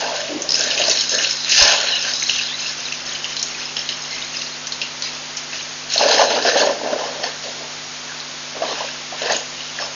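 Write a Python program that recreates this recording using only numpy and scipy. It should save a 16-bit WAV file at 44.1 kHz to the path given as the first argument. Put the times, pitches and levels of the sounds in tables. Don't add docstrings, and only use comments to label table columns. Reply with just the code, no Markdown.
import sys
import numpy as np
from scipy import signal
from scipy.fft import rfft, irfft, next_fast_len
from scipy.io import wavfile
from scipy.ndimage import uniform_filter1d, map_coordinates

SR = 44100
rng = np.random.default_rng(int(sys.argv[2]) if len(sys.argv) > 2 else 0)


def waveform_to_disk(signal):
    frames = np.transpose(np.atleast_2d(signal))
    scaled = np.clip(frames, -1, 1) * 32767
    samples = np.round(scaled).astype(np.int16)
    wavfile.write(sys.argv[1], SR, samples)


N = 438780
TIME = np.arange(N) / SR

# [f/Hz, level/dB per Hz]
HISS_COLOUR = [(25, -12.5), (70, -11.5), (130, -12), (220, -5), (330, -4.5), (600, 0.84), (1800, 1),
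               (4500, 2.5), (6600, 1.4), (7100, -5.5)]
# [f/Hz, rms level/dB]
HUM = [(100, -68), (150, -51), (250, -49), (350, -56)]
# [start t/s, rise t/s, hold t/s, spray level/dB,
# coarse drops level/dB above the spray]
SPILLS = [(0.0, 0.002, 0.034, -28, -0.5), (0.125, 0.032, 0.058, -27.5, 0), (0.485, .13, 0.021, -21.5, -7.5),
          (0.706, .006, 0.022, -21, -5), (0.76, 0.034, 0.12, -18.5, -5.5), (0.943, 0.011, 0.062, -22, -5),
          (1.095, .015, 0.06, -19.5, -22), (1.203, 0.024, 0.042, -21.5, -2.5),
          (1.284, 0.013, 0.087, -22, -15.5), (1.45, 0.011, .03, -24, -1.5), (1.48, 0.04, 0.05, -11, -8.5),
          (1.543, 0.037, 0.031, -12, -3.5), (1.69, 0.024, 0.11, -21.5, 0.5),
          (1.806, 0.046, 0.12, -25.5, 2.5), (1.994, 0.018, 0.32, -22.5, -12), (2.28, 0.011, 0.14, -24, -2),
          (2.566, 0.035, 0.084, -24.5, -5.5), (5.883, 0.039, 0.071, -20.5, -6),
          (6.06, 0.038, 0.059, -21.5, -3), (7.4, 0.033, 0.048, -31.5, -8), (8.612, 0.017, 0.24, -31, 0.5),
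          (9.153, 0.047, .02, -28.5, 1), (9.554, 0.032, 0.044, -35.5, 2), (9.727, 0.032, .02, -39, 6)]
# [f/Hz, level/dB per Hz]
SLAP_COLOUR = [(900, -30), (1250, -6), (1500, 3.5), (1800, 4), (2050, -13.5), (2500, -20)]
# [f/Hz, level/dB per Hz]
DROP_COLOUR = [(1500, -38), (2100, -5), (2600, -1), (3000, -3.5), (3400, -0.5), (3900, -9.5), (5000, -31)]
# [f/Hz, level/dB per Hz]
SPRAY_COLOUR = [(2400, -26), (3500, -5.5), (3850, 1.5), (4450, 2.5), (5250, 1), (5800, 0.5), (6400, 0),
                (7000, -4), (7600, -32)]
# [f/Hz, level/dB per Hz]
CHURN_SPRAY_COLOUR = [(2400, -23.5), (3500, -8), (4000, -1.5), (4500, 4.5), (5400, -0.5), (6600, -2.5),
                      (7400, -22.5)]
# [start t/s, rise t/s, hold t/s, level/dB, air pocket f/Hz,
# splash level/dB above the churning]
SLOSHES = [(0.0, 0.0043, 0.15, -27, 743, -4.5), (0.275, 0.028, 0.21, -33, 453, -33),
           (0.552, 0.041, 0.11, -30, 530, 3), (0.743, 0.029, 0.11, -29, 580, -24),
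           (1.106, 0.0098, 0.13, -33.5, 502, 7.5), (1.555, 0.065, 0.11, -19.5, 834, 2),
           (1.755, .02, 0.16, -30, 852, -5), (2.03, 0.017, 0.043, -32, 710, 7.5),
           (5.987, 0.018, 0.16, -17, 645, -3.5), (6.165, 0.02, 0.037, -15, 726, -3),
           (6.271, 0.033, 0.063, -16.5, 627, -5.5), (6.415, 0.055, 0.025, -19.5, 560, 3),
           (6.527, 0.055, 0.04, -15, 617, -4), (6.645, 0.0068, 0.048, -23.5, 563, -5),
           (6.741, 0.13, 0.055, -22, 524, -12.5), (6.949, 0.039, 0.072, -25, 732, -6),
           (7.07, 0.03, 0.16, -31.5, 620, -4.5), (7.232, 0.003, 0.01, -30, 633, 5.5),
           (7.428, 0.017, 0.043, -32, 578, -17), (7.549, 0.017, .06, -35, 474, -18),
           (8.535, .03, 0.058, -29, 633, -23), (8.662, 0.012, 0.1, -27, 741, -9.5),
           (9.215, 0.045, 0.025, -22.5, 680, -7), (9.291, 0.0097, 0.012, -20, 648, -0.5),
           (9.785, 0.016, 0.02, -29.5, 836, -0.5)]
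# [f/Hz, level/dB per Hz]
SLOSH_COLOUR = [(50, -29), (130, -16), (250, 2), (350, -7.5), (450, -2), (600, 2), (780, -2.5), (1080, 2.5),
                (1300, -4), (2000, -13)]
# [start t/s, length t/s, level/dB, first f/Hz,
# f/Hz at the turn, last f/Hz, turn as a share of the length]
STREAMS = [(0.0, 0.34, -33, 620, 623, 580, 0.61), (0.0, 0.12, -29, 784, 884, 997, 0.45),
           (0.282, 0.15, -31, 390, 305.5, 340, 0.35), (1.855, 0.14, -26, 4600, 3890, 3940, 0.42),
           (1.905, 0.077, -23, 3250, 2800, 3030, 0.54), (2.07, 0.11, -33, 4300, 4550, 5600, 0.63),
           (2.366, 0.065, -24, 2950, 2650, 2990, 0.41), (2.467, 0.098, -27.5, 3150, 3450, 4060, 0.45),
           (2.508, 0.056, -33.5, 1800, 2000, 2180, 0.44), (4.097, 0.17, -37.5, 2100, 2165, 2200, 0.47),
           (5.025, 0.079, -34.5, 2200, 2245, 2270, .5), (5.529, 0.11, -39, 2600, 2750, 3040, 0.45),
           (6.255, 0.054, -26, 4400, 4000, 4250, 0.59), (8.062, 0.093, -39, 1924, 1605, 1390, 0.47),
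           (9.795, 0.079, -30, 5500, 5330, 5070, 0.43)]
# [t/s, level/dB, bubble f/Hz at first, break-up decay t/s]
DRIPS = [(0.42, -11.5, 6100, 0.0035), (0.491, -8.5, 5060, .003), (0.506, -7.5, 5400, 0.0026),
         (0.5198, -5, 4920, 0.0022), (0.542, -3.5, 5220, 0.0024), (0.555, -8, 5640, 0.0022),
         (0.554, -17, 2830, .003), (0.593, -9, 6600, 0.002), (0.608, -7.5, 5370, .002),
         (0.638, -11.5, 6300, 0.0034), (0.7045, -8.5, 3800, 0.0027), (0.7107, -10.5, 2930, .006),
         (0.777, -9, 2620, 0.0037), (0.8156, -7, 2800, 0.0059), (0.838, -10, 4630, 0.0033),
         (0.881, -10, 4940, .006), (0.897, -4, 5870, 0.0047), (0.9122, -4.5, 4440, 0.0045),
         (0.9725, -13, 4100, 0.005), (0.9877, -13, 5250, 0.0025), (1.0088, -5.5, 5280, 0.0033),
         (1.094, -9.5, 6240, 0.003), (1.151, -11.5, 4230, 0.0033), (1.187, -12, 2880, 0.0044),
         (1.236, -15, 6640, .004), (1.2457, -11.5, 2750, 0.005), (1.3093, -10.5, 5200, 0.0051),
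         (1.446, -12, 4030, 0.004), (1.52, -4.5, 2680, 0.0068), (1.625, 0.5, 5430, 0.0045),
         (2.1362, -12, 5300, .004), (2.223, -13, 2230, .005), (2.228, -11, 6210, 0.0018),
         (2.296, -11.5, 5700, 0.0094), (2.295, -6, 2780, 0.0047), (2.36, -11.5, 3300, 0.0045),
         (2.923, -14, 2640, .003), (2.925, -16, 5360, 0.002), (3.15, -16, 3040, 0.008),
         (3.243, -15, 2930, 0.0089), (3.367, -8.5, 4040, 0.003), (3.395, -13, 5400, .005),
         (3.428, -9, 6020, 0.0059), (3.767, -10, 3300, 0.0026), (3.767, -17, 5230, 0.004),
         (3.8897, -10, 3820, 0.0035), (3.89, -15, 2970, 0.0044), (4.341, -20, 2730, .01),
         (4.369, -17.5, 4870, 0.0078), (4.418, -17, 4400, .007), (4.67, -15.5, 5900, 0.0055),
         (4.722, -14.5, 4190, 0.0072), (4.817, -15.5, 4460, .005), (4.815, -14.5, 2740, 0.019),
         (5.0227, -7.5, 4380, .002), (5.045, -21, 4530, .006), (5.37, -17, 5900, 0.0097),
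         (5.594, -28, 3070, .003), (5.937, -8.5, 5430, 0.0076), (5.979, -5, 4270, 0.0058),
         (6.323, -14.5, 3020, 0.003), (6.424, -10.5, 4560, 0.0033), (7.24, -23, 1790, 0.01),
         (8.202, -21, 4240, 0.0046), (9.2184, -17, 3160, 0.0037), (9.259, -16, 3000, 0.0026),
         (9.269, -16, 1760, 0.007), (9.3, -12.5, 1540, 0.0043), (9.321, -11.5, 6500, 0.0033),
         (9.345, -12, 2850, .005), (9.365, -10, 6730, .002), (9.788, -19, 1720, 0.0066)]
# [pitch ratio, level/dB per Hz]
DROP_BODY = [(.68, -24), (.84, -6.5), (1, 0), (1.14, -5), (1.45, -13.5), (3.001, -36.5)]
# [t/s, level/dB, f/Hz at first]
GLUGS = [(0.799, -11.5, 594), (0.883, -9, 595), (1.138, -14.5, 493), (5.959, -12, 625), (6.01, -5.5, 780),
         (6.058, -8.5, 530), (6.193, -1, 820), (6.215, -2, 660), (6.45, -5.5, 650), (6.48, -6.5, 566),
         (6.573, -17, 580), (6.67, -5.5, 570), (6.706, -12, 584), (6.873, -14.5, 600), (6.929, -6.5, 565),
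         (6.958, -15, 620), (7.039, -15.5, 850), (7.24, -12.5, 655), (8.62, -8, 643), (8.635, -14, 596),
         (8.805, -17, 563), (8.806, -12, 950), (9.124, -18, 680), (9.217, -17, 571), (9.245, -18, 563),
         (9.307, -10, 776), (9.824, -13.5, 1070)]
# [start t/s, rise t/s, hold t/s, level/dB]
DRIBBLES = [(2.762, 0.025, 0.12, -30), (3.042, 0.018, 0.073, -27.5), (3.24, 0.018, 0.053, -29),
            (3.442, 0.034, 0.055, -30.5), (3.55, 0.029, 0.037, -28), (3.759, .01, 0.026, -27.5),
            (3.885, .01, 0.028, -28.5), (4.005, 0.057, 0.19, -30.5), (4.33, .015, 0.094, -30),
            (4.815, 0.0071, 0.025, -41), (5.026, .015, .02, -28.5), (5.353, .015, .03, -33.5),
            (5.508, 0.027, 0.022, -27.5)]
# [f/Hz, level/dB per Hz]
DRIBBLE_COLOUR = [(1200, -5), (2300, 6), (3400, 0), (4500, 4), (6600, 2), (7500, -21)]

HISS_DB, EDGE_HZ = -31, 7150
SPILL_FADE_DB_PER_S, SLOSH_FADE_DB_PER_S, DRIBBLE_FADE_DB_PER_S = 86.5, 170, 81
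SPILL_SLAP_DB = -7
SLOSH_THROW_DB = -2
SPRAY_FOAM, SPRAY_MERGE_DB = .75, -19
WASH_DB, WASH_FADE_DB_PER_S = -23.5, 65
GLUG_STIR_DB, GLUG_STIR_S = -14.5, 0.013
STREAM_EDGE_S, STREAM_SPUTTER_DB = 0.021, 2.4
DROP_RING, DROP_BURST, DROP_CRACK = 1.7, .46, .42
REFLECTION = .36


def amp(db):
    return 10 ** (np.asarray(db) / 20)


def unit(x):
    return x / np.sqrt(np.mean(x ** 2) + 1e-20)


def add(mix, s, sound):
    part = mix[max(round(s * SR), 0):][:len(sound)]
    part += sound[:len(part)]


def colour(x, points):
    hz, db = np.transpose(points)
    size = next_fast_len(len(x) + 4096)
    bins_hz = np.fft.rfftfreq(size, 1 / SR)
    gain = amp(np.interp(np.log(bins_hz + 1), np.log(hz), db))
    return irfft(rfft(x, size) * gain, size)[:len(x)]


def surge(start, rise_s, hold_s, db, fade_db_per_s):
    power = np.zeros(N)
    t = np.arange(0, rise_s + hold_s + .7, 1 / SR)
    fade_db = fade_db_per_s * np.maximum(t - rise_s - hold_s, 0)
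    add(power, start, (np.minimum(t / rise_s, 1) * amp(db - fade_db)) ** 2)
    return power


def lumps(depth_db, lump_s):
    heights = np.clip(rng.standard_normal(4000), -2, 2)
    return unit(amp(depth_db * np.interp(TIME / lump_s, np.arange(len(heights)), heights)))


def crackle(per_s=110, lift=2.5, decay_s=0.0025):
    hits = (rng.random(N) < per_s / SR) * rng.random(N)
    spikes = signal.lfilter([1], [1, -np.exp(-1 / (decay_s * SR))], hits)
    return unit(np.sqrt(1 + lift * spikes))


def bubble(t, hz, ring_s, rise, onset_s):
    envelope = (1 - np.exp(-t / onset_s)) * np.exp(-t / ring_s)
    return envelope * np.sin(2 * np.pi * hz * t * (1 + rise * t / ring_s))


def swarm(at, hz, ring_s, rise, spread_db, size):
    strength, damping, sign = rng.random((len(at), 3)).T[:, :, None]
    height = amp(spread_db * np.minimum(-np.log(1 - strength), 3.5)) * np.sign(sign - .5)
    each_ring_s = ring_s * (.5 + damping)
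    rings = height * bubble(np.arange(size) / SR, hz[:, None], each_ring_s, rise, ring_s / 4)
    samples = at[:, None] + np.arange(size)
    x = np.bincount(samples.ravel(), rings.ravel(), N)[:N]
    local_power = uniform_filter1d(x ** 2, size=5000)
    return unit(x / np.sqrt(local_power + 1e-9))


def patter(gain, spectrum, lo_hz, hi_hz, ring_s, spread_db, foam, merge_db, count):
    when, pitch = rng.random((count, 2)).T
    hz = lo_hz + (hi_hz - lo_hz) * pitch
    rings = swarm((when * N).astype(int), hz, ring_s, 0.0063, spread_db, size=500)
    fizz = unit(colour(rng.standard_normal(N), spectrum))
    share = np.hypot(foam, gain / amp(merge_db))
    return gain * (unit(colour(rings, spectrum)) + share * fizz) / np.hypot(1, share)


def electronics():
    spectrum = HISS_COLOUR + [(EDGE_HZ + 300, -60)]
    hiss = amp(HISS_DB) * unit(colour(rng.standard_normal(N), spectrum))
    hum = sum(amp(db) * np.sqrt(2) * np.sin(2 * np.pi * (hz * TIME + rng.random())) for hz, db in HUM)
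    return hiss + hum


def flows():
    fine = sum(surge(s, rise, hold, db, SPILL_FADE_DB_PER_S) for s, rise, hold, db, _ in SPILLS)
    coarse = sum(surge(s, rise, hold, db + more, SPILL_FADE_DB_PER_S)
                 for s, rise, hold, db, more in SPILLS)
    splashes = sum(surge(s, rise, hold, db + splash, SLOSH_FADE_DB_PER_S)
                   for s, rise, hold, db, _, splash in SLOSHES)
    thrown = amp(SLOSH_THROW_DB) ** 2 * splashes
    sheets = amp(SPILL_SLAP_DB) ** 2 * coarse + thrown
    powers = sheets, coarse + thrown, fine, thrown
    return np.sqrt(powers) * lumps(depth_db=0.5, lump_s=.014) * crackle()


def spill():
    sheets, coarse, fine, thrown = flows()
    slaps = patter(amp(-4.5) * sheets, SLAP_COLOUR, 1074, 2466,
                   ring_s=.002, spread_db=2.5, foam=0.96, merge_db=-13.5, count=4000)
    drops = patter(amp(-3.0) * coarse, DROP_COLOUR, 1900, 3800,
                   ring_s=0.0019, spread_db=3.5, foam=0.31, merge_db=-31.5, count=6000)
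    spray = patter(amp(-2.5) * fine, SPRAY_COLOUR, 3190, 7400,
                   ring_s=0.0017, spread_db=3.5, foam=SPRAY_FOAM, merge_db=SPRAY_MERGE_DB, count=8000)
    churned = patter(thrown, CHURN_SPRAY_COLOUR, 3300, 7000,
                     ring_s=0.0035, spread_db=2.0, foam=SPRAY_FOAM, merge_db=SPRAY_MERGE_DB, count=7000)
    return slaps + drops + spray + churned


def slosh(scatter=0.343, count=10000):
    shoves = np.array([surge(s, rise, hold, db, SLOSH_FADE_DB_PER_S)
                       + surge(s, rise, hold, db + WASH_DB, WASH_FADE_DB_PER_S)
                       for s, rise, hold, db, _, _ in SLOSHES])
    stirred = sum(surge(s, GLUG_STIR_S, 0, db + GLUG_STIR_DB, SLOSH_FADE_DB_PER_S) for s, db, _ in GLUGS)
    at = rng.integers(0, N, count)
    strongest = shoves[:, at].argmax(axis=0)
    shove_hz = np.array([row[4] for row in SLOSHES])
    hz = shove_hz[strongest] * np.exp(scatter * rng.standard_normal(count))
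    pockets = swarm(at, hz, ring_s=0.0035, rise=0.018, spread_db=1.5, size=700)
    churn = np.sqrt(shoves.sum(axis=0) + stirred) * lumps(depth_db=1.9, lump_s=0.013)
    return amp(-3.0) * unit(colour(pockets, SLOSH_COLOUR)) * churn


def streams(width_hz=50, width_share=0.028):
    out = np.zeros(N)
    for s, length, db, *hz, turn in STREAMS:
        t = np.arange(0, length, 1 / SR)
        smooth = signal.butter(3, width_hz + width_share * np.mean(hz), fs=SR)
        a, b = signal.lfilter(*smooth, rng.standard_normal((2, SR)))[:, :len(t)]
        slow_noise = unit(uniform_filter1d(rng.standard_normal(SR), size=500))
        flutter = amp(STREAM_SPUTTER_DB * slow_noise)[:len(t)]
        glide_hz = np.interp(t / length, [0, turn, 1], hz)
        phase = 2 * np.pi * np.cumsum(glide_hz) / SR
        envelope = np.minimum(np.minimum(t, length - t) / STREAM_EDGE_S, 1) * amp(db)
        add(out, s, envelope * unit(flutter * (a * np.cos(phase) + b * np.sin(phase))))
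    return out


def drips(splash_db=-17, splash_s=0.066, rebound_db=-13, rebound_s=0.031, scatter=0.26, count=4):
    out, t = np.zeros(N), np.arange(SR // 6) / SR
    ring = dict(ring_s=.0023, rise=.004, onset_s=.0006)
    tick_colour = [(1500, -20.5), (2700, -4.0), (5500, 0), (7500, -14.0), (9000, -35.5)]
    for s, db, hz, break_s in DRIPS:
        main = DROP_RING * bubble(t, hz, **ring)
        tick = unit(colour(rng.standard_normal(len(t)), tick_colour))
        body_colour = [(hz * ratio, level) for ratio, level in DROP_BODY]
        droplets = unit(colour(rng.standard_normal(len(t)), body_colour))
        burst = (DROP_CRACK * tick + DROP_BURST * droplets) * np.exp(-t / break_s)
        splash = amp(splash_db) * droplets * np.exp(-t / splash_s)
        add(out, s, amp(db) * (main + burst + splash))
        for late, detune in rng.random((count, 2)):
            small = bubble(t, hz * (1 + scatter * (2 * detune - 1)), **ring)
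            add(out, s + break_s + rebound_s * late, amp(db + rebound_db) * np.exp(-late) * small)
    return amp(-2.5) * out


def glugs(ring_s=0.0045, rise=0.024, spatter_db=-21, spatter_s=0.014):
    out, t = np.zeros(N), np.arange(SR // 20) / SR
    spatter_colour = [(100, -29), (300, -7.0), (800, 5.5), (2000, 1.0), (7000, -13.0), (9000, -53.0)]
    for s, db, hz in GLUGS:
        noise = unit(colour(rng.standard_normal(len(t)), spatter_colour))
        spatter = amp(spatter_db) * noise * np.exp(-t / spatter_s)
        add(out, s, amp(db) * (bubble(t, hz, ring_s, rise, 0.0015) + spatter))
    return amp(2.0) * out


def thump(s=1.617, db=-17, hz=54, ring_s=0.012, onset_s=0.0037):
    out = np.zeros(N)
    add(out, s, amp(db) * bubble(np.arange(SR // 4) / SR, hz, ring_s, .02, onset_s))
    return out


def dribble():
    flow = np.sqrt(sum(surge(*row, DRIBBLE_FADE_DB_PER_S) for row in DRIBBLES))
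    return patter(flow, DRIBBLE_COLOUR, 2400, 6920,
                  ring_s=0.0028, spread_db=4.0, foam=0.53, merge_db=-26.0, count=3500)


def hollows(x, depth_db=2.5, life_s=.045, width_hz=330):
    hz, t, z = signal.stft(x, SR, nperseg=512)
    heights = np.clip(rng.standard_normal((200, 1000)), -2, 2)
    grid = np.meshgrid(hz / width_hz, t / life_s, indexing="ij")
    gain = amp(depth_db * map_coordinates(heights, grid, order=1, mode="wrap"))
    return signal.istft(z * unit(gain), SR, nperseg=512)[1][:N]


def surroundings(x, delay_s=0.000859, sway=0.036, sway_s=0.14, scatter_db=-14, t60=0.14):
    path = 1 + sway * np.interp(TIME / sway_s, np.arange(500), rng.uniform(-1, 1, 500))
    reflected = np.interp(TIME - delay_s * path, TIME, x, 0)
    near = (x - REFLECTION * reflected) / np.hypot(1, REFLECTION)
    t = np.arange(SR // 2) / SR
    echoes = rng.standard_normal(len(t)) * (rng.random(len(t)) < .05)
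    tail = echoes * amp(-60 * t / t60) * (t > .004)
    return near + amp(scatter_db) * signal.fftconvolve(near, tail / np.linalg.norm(tail))[:N]


def scene():
    water = hollows(spill() + dribble()) + slosh() + streams() + drips() + glugs()
    mono = electronics() + surroundings(water) + thump()
    return np.array([mono, mono])


def record(dry):
    capped = np.clip(dry, -.75, .75)
    lowpass = signal.firwin(401, EDGE_HZ, window=("kaiser", 7), fs=SR)
    return signal.oaconvolve(capped, lowpass[None], "same", axes=1)


dry = scene()
out = record(dry)
waveform_to_disk(out)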